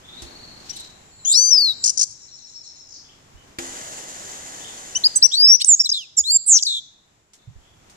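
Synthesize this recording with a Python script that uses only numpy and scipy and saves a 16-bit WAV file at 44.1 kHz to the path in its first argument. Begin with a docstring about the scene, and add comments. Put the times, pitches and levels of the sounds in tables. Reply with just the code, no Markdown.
"""Outdoor air and faint reverberant calls open the scene; then a caged goldfinch sings close by in a yard.
Gliding membrane tones make its whistles, two-voiced notes, buzzes and trills; pitch arches make its chatter.
Cage and wall answer as single echoes and a diffuse tail; runs of gliding tones, mostly reverberation,
make distant calls, a lingering chirp tail and a high hazy wash. Shaped noise gives air, rumble, rustle and
ticks, low sines the soft thuds; a knock of ringing modes is followed by a rush of hiss."""
import sys
import numpy as np
from scipy import signal
from scipy.fft import rfft, irfft, next_fast_len
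from scipy.io import wavfile
from scipy.ndimage import uniform_filter1d, minimum_filter1d, map_coordinates

SR = 44100
rng = np.random.default_rng(int(sys.argv[2]) if len(sys.argv) > 2 else 0)


def inscribe(sig):
    """Save sig as 16-bit PCM at rate SR to the path in sys.argv[1].

    A 1-D sig is mono; a 2-D sig holds one channel per row.
    Samples are clipped to [-1, 1] before scaling.
    """
    pcm = np.round(np.clip(np.atleast_2d(sig).T, -1, 1) * 32767)
    wavfile.write(sys.argv[1], SR, pcm.astype(np.int16))


N = 351036
TIME = np.arange(N) / SR

# Clear notes of the high side of the syrinx: (start [s], length [s], onset [Hz], glide from [Hz],
# glide to [Hz], relative level [dB], level change over the note [dB], attack [s], release [s])
HIGH_NOTES = [(0.694, 0.025, 4190, 6580, 5350, -30.5, -2, .003, 0.0075),
              (1.334, 0.17, 4152, 6140, 6154, -13.5, -5, 0.029, 0.008),
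              (1.503, 0.23, 6190, 5330, 3707, -14, -11, 0.015, 0.031),
              (5.036, 0.039, 3100, 4840, 4926, -9.5, 6, 0.0086, 0.0082),
              (5.157, 0.028, 8400, 7530, 8340, -9.5, -2, 0.008, 0.025),
              (5.221, 0.048, 3565, 5720, 5905, -7, 4, 0.0071, 0.018),
              (5.346, 0.22, 4100, 4424, 5958, -8.5, 3.5, .12, 0.02),
              (5.645, 0.0066, 5335, 4800, 9500, -13.5, -17, 0.0018, 0.0022),
              (5.653, 0.034, 10200, 9080, 7760, -21.5, 12.5, 0.0022, 0.0031),
              (5.679, .074, 8200, 7610, 6530, -9, -2, 0.013, 0.006),
              (5.793, 0.032, 4270, 5740, 5410, -8.5, 1, 0.015, 0.029),
              (5.838, 0.015, 4130, 4860, 5870, -21, 8.5, 0.00497, 0.004),
              (5.915, 0.016, 6300, 4967, 4990, -16, 2.5, 0.00395, 0.0042),
              (6.168, 0.048, 8600, 7230, 6710, -12, 1.5, 0.016, 0.013),
              (6.298, 0.078, 6720, 7525, 7346, -14, 14.5, 0.034, 0.011)]
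# The low side of the syrinx, often sounding with the high one; columns as in HIGH_NOTES
LOW_NOTES = [(1.336, 0.175, 3563, 4645, 4800, -22, -2.5, .008, 0.021),
             (5.153, 0.039, 7100, 5925, 6174, -25, 2.5, 0.0028, 0.015),
             (6.166, 0.05, 6520, 5800, 4690, -25.5, -2.5, 0.026, 0.025),
             (6.237, 0.088, 3288, 3720, 4690, -21, 20, 0.0061, 0.025),
             (6.31, 0.068, 4380, 4646, 4916, -27.5, -10.5, 0.012, 0.011),
             (5.855, .022, 3660, 4650, 3317, -20.5, -14.5, 0.007, 0.0054),
             (5.975, 0.08, 3770, 3620, 2393, -36.5, -26.5, 0.0026, 0.0068),
             (6.648, 0.016, 4480, 4190, 5250, -25, 7, 0.0067, 0.00317)]
# Low chirps with a strong octave; columns as in HIGH_NOTES
REEDY_CHIRPS = [(.728, 0.036, 3050, 2960, 3070, -43.5, -7, 0.0045, .005),
                (.759, 0.022, 4707, 4050, 3610, -35.5, 2, 0.006, 0.006),
                (0.795, 0.022, 4600, 4084, 3586, -36, 0.5, 0.006, 0.0088),
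                (4.949, 0.035, 2476, 2943, 3107, -13, -3, 0.022, 0.036)]
# Buzzes, burrs and trills: the columns of HIGH_NOTES, then (shake [Hz], shake depth [share of pitch],
# pulsing [0-1], octave [dB], roughness [0-1])
SHAKEN_NOTES = [(1.248, .088, 2948, 3270, 3830, -16, 10.5, 0.007, .012, 331, 0.013, 0.45, 15, 0.3),
                (1.315, 0.041, 4060, 3658, 5740, -22, 11.5, .012, .014, 706, 0.027, 0.74, -17.5, .15),
                (5.31, 0.056, 2990, 3330, 4350, -14.5, 25, 0.03, 0.056, 439, .02, 0.14, -13, .15),
                (5.598, 0.03, 3404, 3930, 4790, -18, 8.5, 0.032, 0.012, 860, 0.15, 0.62, -6, 0.4),
                (6.459, 0.13, 9040, 8870, 5490, -7.5, 4, 0.07, 0.046, 243.7, .07, 0.54, -32.5, 0.13),
                (6.574, .032, 5360, 5000, 3437, -28, -10, 0.0044, 0.013, 118.7, 0.13, 0.51, -14.5, 0.72),
                (5.928, 0.056, 3780, 4167, 3724, -23.5, -4.5, 0.0048, .003, 100.7, 0.081, 0.44, -17.5, 0.18),
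                (6.663, 0.14, 4290, 3985, 3593, -23, -8.5, 0.0038, 0.023, 122.4, 0.069, 0.34, -17.5, 0.04)]
# Quick dips in pitch and back: (start [s], length [s], top [Hz], bottom [Hz], relative level [dB])
FLICKS = [(5.891, 0.014, 6586, 4644, -9.5), (6.624, 0.015, 7760, 4530, -10.5)]
# Chatter, one pitch arch each: (time [s], relative level [dB])
CHIPS = [(1.839, -18), (1.858, -18.5), (1.875, -20), (1.8927, -20), (1.973, -22), (1.9921, -20),
         (2.0105, -17.5), (2.028, -20.5)]
SETTLE = 0.15  # time constant of the snap onto pitch, as a share of the note
FLICK_TURN = 0.38  # the bottom of a flick, as a share of its length
ROUGH_JITTER, ROUGH_GRIT = 0.057, 0.1  # at full roughness: pitch scatter [share], phase scatter [rad]

# Breath noise in the syrinx: (frequency [Hz], level [dB])
TURBULENCE_COLOUR = [(1500, -39), (3500, -17.5), (5500, 6.5), (7500, 0.5), (9500, -3.5), (14000, -8)]
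TURBULENCE_DB, TURBULENCE_GROWS = -41, 0.45  # gain at full voice; dB gained per dB of voice
# How the song reaches the ports while the bird is turned away:
# (frequency [Hz], left-right [dB], left lead [rad])
TURNED_AWAY = [(3000, 3.5, 0), (3760, 14.5, -0.5), (3900, 6.5, -1), (4750, 5.5, 0.4), (5520, 14.5, 0.5),
               (6100, 13.5, 0.7), (7300, 3, 1.45), (7250, -2.5, -4), (9400, -3, 3.5)]
# The same once it faces them; columns as in TURNED_AWAY
FACING = [(3320, -7.5, .5), (3750, 2.5, 1.2), (4300, 9.5, 1.2), (4550, -1, 1.35), (4860, 5, 2.76),
          (5400, -5.5, 2.66), (5800, 13.5, 3.8), (6500, 4.5, 4.1), (6840, -3.5, 5.9), (8440, -9.5, 6.5),
          (9620, -3, 10.7)]
TURN_AT = 3.5  # s, the bird has turned round by now

# Reflections from tray, cage and walls: (delay [s], left [dB], right [dB])
ECHOES = [(.00205, -24.5, -19), (.0033, -17, -28.5), (0.0149, -25, -32), (.075, -33, -33.5),
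          (.096, -29.5, -32)]
# How long the yard rings: (frequency [Hz], 60 dB decay [s])
YARD_DECAY = [(500, 0.12), (3500, 0.65), (6500, 0.6), (12000, 0.24)]
# Tone of the yard's tail: (frequency [Hz], level [dB])
YARD_COLOUR = [(500, 2), (3500, -4), (4800, -4.5), (7000, -4), (11000, -6)]

# Faint reverberant sounds: distant calls, runs of like notes, a lingering chirp tail and a high hazy wash:
# (start [s], end [s], rate [notes/s], first [Hz], last [Hz], onset offset [octaves],
# hoarseness [octaves], relative level [dB])
FAINT_RUNS = [(.035, 0.21, 22, 3498, 4030, -0.17, 0.035, -54.5),
              (0.14, .7, 24, 4525, 4486, -0.23, 0.014, -58), (.75, .87, 29, 3840, 3724, 0.22, .014, -54),
              (1.11, 1.25, 12, 4470, 3970, -0.048, 0.017, -66),
              (2.078, 2.93, 8.62, 5450, 5220, .15, .012, -56.5), (2.1, 2.9, 11, 3950, 4100, .12, .08, -66),
              (2.05, 2.95, 7.1, 6500, 6200, .05, .13, -62),
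              (2.85, 3.01, 55, 5980, 5130, 0.0062, 0.159, -53.5),
              (3.04, 3.13, 22, 3520, 3500, -0.47, 0.035, -66),
              (3.35, 3.44, 11, 3050, 3110, -0.15, .015, -71),
              (4.6, 4.7, 24, 3500, 3810, -0.4, 0.021, -53.5),
              (7.38, 7.45, 24, 3420, 3470, 0.37, 0.038, -73), (7.61, 7.7, 48, 3370, 3545, -0.25, 0.04, -71)]
FAINT_DIRECT_DB, FAINT_WET_DB = 5.5, 6  # gains of their direct sound and of their reverberation

# Feather noise as the bird settles on its perch: (frequency [Hz], level [dB])
RUSTLE_COLOUR = [(1000, -24), (2500, -6.5), (4000, 3.5), (7500, -0.5), (10000, -20.5), (15000, -22)]
RUSTLE_AT, RUSTLE_WIDTH_S, RUSTLE_DB = 0.752, 0.079, -41
# Light scuffs at the cage: (time [s], envelope peak [dB])
TICKS = [(0.22, -37), (7.3342, -46.5), (7.898, -49)]
# Tone of the scuffs: (frequency [Hz], level [dB])
TICK_COLOUR = [(300, -10), (1800, -3), (7000, 8.5), (15000, -16)]
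KNOCK_AT = 3.586  # s, the hard knock
# Dull knocks: (time [s], peak of the ringing body [dB])
KNOCKS = [(0.222, -37.5), (KNOCK_AT, -26)]
# Ringing modes of a knock: (frequency [Hz], relative level [dB], 60 dB decay [s])
KNOCK_MODES = [(264, -2.5, 0.71), (344.5, 4.5, 0.35), (776, 2.5, 0.092), (1936, -12, 0.096)]
# Soft bumps on the microphone: (time [s], relative level [dB])
BUMPS = [(0.22, -37.5), (3.341, -44), (6.201, -46), (7.471, -36.5), (7.553, -40.5)]

# The outdoor air bed: (time [s], level [dB])
AIR = [(0, -47), (.8, -48), (1.2, -53.5), (1.8, -52), (2.05, -61), (2.8, -58.5), (3.3, -52.5), (5, -50),
       (5.7, -61), (6.2, -63.5), (7.25, -63.5), (7.96, -53)]
# Tone of the air: (frequency [Hz], level [dB])
AIR_COLOUR = [(100, -1), (320, -1.5), (500, -6.5), (760, -5.5), (1200, -9.5), (2000, -12), (4500, -17.5),
              (6800, -14), (9500, -27), (14500, -34.5)]
# Tone of the rumble under the air: (frequency [Hz], level [dB])
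RUMBLE_COLOUR = [(20, -22.5), (80, -0.5), (150, -3), (500, -40)]
# Tone of the rush after the knock: (frequency [Hz], level [dB])
HISS_COLOUR = [(100, -9.5), (280, -2.5), (780, 1), (1200, -5.5), (1950, -2), (2300, -10), (3000, -5.5),
               (5200, -7), (6900, 4.5), (9000, -11), (12000, -18), (14500, -31)]
# The hiss sags slowly, then dies away
HISS_DB, HISS_SAG_DB_PER_S, HISS_HOLD_S, HISS_FADE_DB_PER_S = -34.5, 3, 1.487, 50.5

# The two microphone ports hear the surroundings differently: (frequency [Hz], left-right [dB])
PORTS = [(500, -0.5), (1700, 2), (3400, 0.5), (3900, 4.5), (5100, -0.5), (6150, 15.5), (7200, -6),
         (9500, -9)]
PORT_LAG_S = 0.000406  # the left port hears everything later than the right
TOP_HZ = 14900


def amp(db):
    """Decibels to gain."""
    return 10 ** (np.asarray(db) / 20)


def unit(x):
    """Scale to rms 1."""
    return x / np.sqrt(np.mean(x ** 2) + 1e-20)


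def along(points, hz):
    """Read (Hz, value) points on a log frequency axis."""
    f, v = np.transpose(points)
    return np.interp(np.log(hz + 1), np.log(f), v)


def curves(rows, t):
    """Each column after the time, read at times t."""
    s, *cols = np.transpose(rows)
    return [np.interp(t, s, c) for c in cols]


def wobble(rate, t):
    """A smooth random curve with rate knots a second."""
    knots = (t - t[0]) * rate
    return map_coordinates(rng.standard_normal(int(knots[-1]) + 4), [knots])


def filtered(x, response):
    """Shape the spectrum of x by a function of frequency."""
    size = x.shape[-1]
    m = next_fast_len(size + 8192)
    return irfft(rfft(x, m) * response(np.fft.rfftfreq(m, 1 / SR)), m)[..., :size]


def noise(colour, side_db, mono_below_hz=700):
    """Coloured stereo noise of rms 1 whose width narrows towards the bass."""
    mid, side = filtered(rng.standard_normal((2, N)), lambda hz: amp(along(colour, hz)))
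    side = filtered(side, lambda hz: amp(side_db) * hz / np.hypot(hz, mono_below_hz))
    return unit(np.array([mid + side, mid - side]))


def add(track, s, sound):
    """Mix a sound into a track at time s."""
    part = track[..., max(round(s * SR), 0):][..., :sound.shape[-1]]
    part += sound[..., :part.shape[-1]]


def phase_of(hz):
    """Running phase of a gliding pitch."""
    return 2 * np.pi * np.cumsum(hz) / SR


def split(left_right_db):
    """Left and right gains of constant total power."""
    sides = amp(left_right_db * np.array([[.5], [-.5]]))
    return np.sqrt(2) * sides / np.hypot(*sides)


def song():
    """Both sides of the syrinx sing; where they overlap they make sum and difference tones."""
    high = sum(membrane(row[0], *syllable(row), octave_db=-29.5, rough=0.089, third_below_db=4.0)
               for row in HIGH_NOTES)
    low = sum(membrane(row[0], *syllable(row), octave_db=-13.5, rough=0.049) for row in LOW_NOTES)
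    mixing = amp(-5) * high * low + amp(9) * high ** 2 * low
    mixing_colour = [(1500, -36.0), (7400, 19.0), (10000, 3.5), (11000, 4.0), (14000, -9.5)]  # (Hz, dB)
    voice = high + low + filtered(mixing, lambda hz: amp(along(mixing_colour, hz)))
    voice += sum(membrane(row[0], *syllable(row), octave_db=4, rough=.15) for row in REEDY_CHIRPS)
    for *row, shake_hz, depth, pulsing, octave_db, rough in SHAKEN_NOTES:
        voice += membrane(row[0], *syllable(row), octave_db, rough, shake_hz, depth, pulsing,
                          third_below_db=25.5)
    return voice + flicks()


def syllable(row):
    """Pitch and gain of one note: a snap onto a straight glide, under an attack, a level change and a release."""
    _, length, onset_hz, from_hz, to_hz, db, change_db, attack, release = row
    t = np.arange(max(round(length * SR), 256)) / SR
    u = t / t[-1]
    glide = from_hz + (to_hz - from_hz) * u
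    snap = (onset_hz - from_hz) * np.exp(-u / SETTLE)
    ramp = lambda share: np.sin(np.pi / 2 * np.clip(share, 0, 1))
    gain = amp(db + change_db * (u - .5)) * ramp(t / attack) * ramp((t[-1] - t) / release)
    return glide + snap, gain


def membrane(start, hz, gain, octave_db, rough, shake_hz=0, shake_depth=0, pulsing=0, third_below_db=16):
    """A membrane tone with two overtones; a shake swings its pitch and pulses its level."""
    t = np.arange(len(hz)) / SR
    shake = phase_of(shake_hz * (1 + .05 * wobble(60, t)))
    phase = phase_of(hz * (1 + shake_depth * np.sin(shake) + rough * ROUGH_JITTER * wobble(900, t)))
    phase += rough * ROUGH_GRIT * wobble(4000, t)
    # The throat passes an octave the better, the lower the note lies
    octave = amp(octave_db - 10 * np.log2(hz / 4000))
    third = amp(octave_db - third_below_db) * (3 * hz < SR / 2)
    tone = np.sin(phase) + octave * np.sin(2 * phase) + third * np.sin(3 * phase)
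    tone = tone / np.hypot(1, octave)
    flutter = amp(1.1 * wobble(140, t))
    pulse = unit(1 + pulsing * np.cos(shake + 1))
    out = np.zeros(N)
    add(out, start, np.sqrt(2) * tone * gain * flutter * pulse)
    return out


def flicks(dip_db=9):
    """The pitch dives and springs back; the voice weakens at the bottom."""
    out = np.zeros(N)
    for start, length, top_hz, bottom_hz, db in FLICKS:
        u = np.linspace(0, 1, round(length * SR))
        depth = np.interp(u, [0, FLICK_TURN, 1], [0, 1, 0])
        gain = amp(db - 0.5 - dip_db * depth ** 4) * np.sqrt(depth)
        hz = top_hz + (bottom_hz - top_hz) * np.sin(np.pi / 2 * depth) ** 2
        out += membrane(start, hz, gain, octave_db=-28.5, rough=0.065)
    return out


def chatter(length=.013, foot_hz=1750, crest_hz=3300, throat_hz=6350, sharpness=2.0):
    """Each chip arches up and down; the throat resonance favours its second and third harmonics."""
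    out = np.zeros(N)
    t = np.arange(round(length * SR)) / SR
    arch = np.abs(np.sin(np.pi * t / length))
    effort = np.sqrt(arch) * (1 - 0.55 * arch ** 4) * amp(-4 * t / length)  # strongest on the flanks
    throat = lambda f: 1 / (1 + (sharpness * (f / throat_hz - throat_hz / f)) ** 2)
    for s, db in CHIPS:
        hz = (foot_hz + (crest_hz - foot_hz) * arch) * (1 + .04 * wobble(1800, t))
        chip = sum(amp(level) * throat(k * hz) * np.sin(k * phase_of(hz))
                   for k, level in enumerate([-17, 0, -3], 1))
        # The bars scatter the fast sweep for a few milliseconds
        scatter = rng.standard_normal(len(t)) * amp(-60 * t / .018)
        scatter *= amp(3) / np.linalg.norm(scatter)
        scatter[0] = 1  # the direct sound
        add(out, s, amp(db + 2.0) * unit(signal.fftconvolve(chip * effort, scatter)))
    return out


def turbulence(voice):
    """A faint breath hiss that follows the strength of the voice."""
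    strength = np.sqrt(np.abs(uniform_filter1d(voice ** 2, size=130)))
    return amp(TURBULENCE_DB) * strength ** TURBULENCE_GROWS * noise(TURBULENCE_COLOUR, side_db=2.5)


def beamed(x, pose):
    """The finch's pose sets level and phase of each frequency at the two ports."""
    hz_points, left_right_db, lead = np.transpose(pose)
    read = lambda values, hz: np.interp(hz, hz_points, values)
    turn = lambda hz: np.exp(1j * read(lead, hz) * np.array([[.5], [-.5]]))
    return filtered(x, lambda hz: split(read(left_right_db, hz)) * turn(hz))


def echoes(x):
    """Single reflections from nearby surfaces."""
    out = np.zeros((2, N))
    for delay, left_db, right_db in ECHOES:
        add(out, delay, x * amp([[left_db], [right_db]]))
    return out


def yard(x):
    """The diffuse tail of the yard: noise in which each frequency dies at its own speed."""
    hz, t, z = signal.stft(rng.standard_normal((2, SR)), SR, nperseg=256)
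    fade_db = along(YARD_COLOUR, hz)[:, None] - 60 * t / along(YARD_DECAY, hz)[:, None]
    tail = signal.istft(z * amp(fade_db), SR, nperseg=256)[1]
    return signal.fftconvolve(x, tail / np.linalg.norm(tail[0]), axes=1)[:, :N]


def runs(table):
    """Runs of like notes, each swelling quickly and settling onto its pitch; the strength wavers."""
    out = np.zeros(N)
    for start, end, rate, first_hz, last_hz, slide, hoarse, db in table:
        t = np.arange(max(round((end - start) * SR), 256)) / SR
        within = (t * rate + .06 * wobble(rate, t)) % 1  # place inside the current note, 0-1
        waver = hoarse * wobble(1500, t) + .008 * wobble(25, t)
        strength_db = 2.5 * wobble(30, t) - 12 * (2 * t / t[-1] - 1) ** 4  # weaker at both ends of the run
        hz = np.linspace(first_hz, last_hz, len(t)) * 2 ** (slide * np.exp(-within / SETTLE) + waver)
        swell = np.sin(np.pi * np.sqrt(within)) * (1 - within)
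        add(out, start, amp(db) * unit(amp(strength_db) * swell * np.sin(phase_of(hz))))
    return np.array([out, out])


def rustle():
    """A brief swell of feather noise."""
    swell = np.exp(-.5 * ((TIME - RUSTLE_AT) / RUSTLE_WIDTH_S) ** 2)
    return swell * amp(RUSTLE_DB + 4.0 * wobble(73, TIME)) * noise(RUSTLE_COLOUR, side_db=0.0)


def ticks():
    """Short dry scuffs at the cage: noise that starts at once and decays."""
    level, t = np.zeros(N), np.arange(SR // 4) / SR
    fade_db = -60 * t / .17
    for s, db in TICKS:
        add(level, s, amp(db + fade_db))
    return level * noise(TICK_COLOUR, side_db=1.0)


def knock():
    """Dull knocks of decaying modes; the hard one has a brief crack of noise."""
    t = np.arange(SR // 2) / SR
    ring = sum(amp(db - 60 * t / t60) * np.sin(2 * np.pi * hz * t) for hz, db, t60 in KNOCK_MODES)
    body, crack = np.zeros(N), np.zeros(N)
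    for s, db in KNOCKS:
        add(body, s, amp(db) * ring / np.abs(ring).max())
    add(crack, KNOCK_AT, amp(-24.5 - 60 * t / 0.07))
    crack_colour = [(350, -4.0), (1200, -8.0), (2000, -6.0), (3200, -8.0), (4500, -11.5), (12000, -24.5)]
    return body + crack * noise(crack_colour, side_db=-5.5)


def bumps(thud_hz=75, t60=0.15):
    """Low thuds of scattered pitch that swell softly and die fast, a little differently in each port."""
    out, t = np.zeros((2, N)), np.arange(SR // 4) / SR
    swell = np.tanh(2 * thud_hz * t) ** 2
    for s, db in BUMPS:
        hz = thud_hz * np.exp(0.32 * rng.standard_normal())
        phase = 2 * np.pi * hz * t + np.array([wobble(112, t), wobble(117, t)])
        add(out, s, amp(db + 9 - 60 * t / t60) * swell * np.sin(phase))
    return out * amp([[-4], [2]])


def background():
    """Rumble and air share one level, which sinks after loud song and recovers; hiss sets in with the knock."""
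    air_db, age = curves(AIR, TIME)[0], np.maximum(TIME - KNOCK_AT, 0)
    hiss_db = HISS_DB - HISS_SAG_DB_PER_S * age - HISS_FADE_DB_PER_S * np.maximum(age - HISS_HOLD_S, 0)
    rumble_sway_db = 2.5 * wobble(9, TIME)
    rumble_db = 0.67 * air_db - 27.5 + rumble_sway_db
    rumble = amp(rumble_db) * noise(RUMBLE_COLOUR, side_db=-10.5, mono_below_hz=10) * amp([[-3], [2]])
    air_sway_db, hiss_sway_db = .9 * wobble(12, TIME), .6 * wobble(45, TIME)
    air = amp(air_db + air_sway_db) * noise(AIR_COLOUR, side_db=0.0)
    hiss = (age > 0) * amp(hiss_db + hiss_sway_db) * noise(HISS_COLOUR, side_db=-5.0)
    return rumble + air + hiss


def ports(x):
    """Split each frequency of the surroundings between the two ports, keeping its power."""
    return filtered(x, lambda hz: split(along(PORTS, hz)))


def scene():
    """The finch is close and nearly dry; the faint sounds carry strong reverberation."""
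    voice = song() + chatter()
    sung = voice + turbulence(voice)
    finch = beamed(sung * (TIME < TURN_AT), TURNED_AWAY) + beamed(sung * (TIME >= TURN_AT), FACING)
    near = finch + echoes(voice) + amp(-20.5) * yard(finch)
    faint = runs(FAINT_RUNS)
    faint_in_yard = amp(FAINT_DIRECT_DB) * faint + amp(FAINT_WET_DB) * yard(faint)
    around = faint_in_yard + rustle() + ticks() + knock() + background()
    return near + ports(around) + bumps()


def record(dry):
    """The left port lags; the microphone distorts slightly, a limiter tames peaks, and the band ends at the top."""
    x = filtered(dry, lambda hz: np.exp(np.pi * 1j * hz * PORT_LAG_S * np.array([[-1], [1]])))
    difference_tones = filtered(x ** 2, lambda hz: (hz > 300) & (hz < 1500))
    x = x + amp(-28) * difference_tones
    needed = 1 / np.maximum(np.abs(x).max(axis=0), 1)
    gain = uniform_filter1d(minimum_filter1d(needed, size=400), size=200)
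    return filtered(x * gain, lambda hz: hz < TOP_HZ)


dry = scene()
out = record(dry)
inscribe(out)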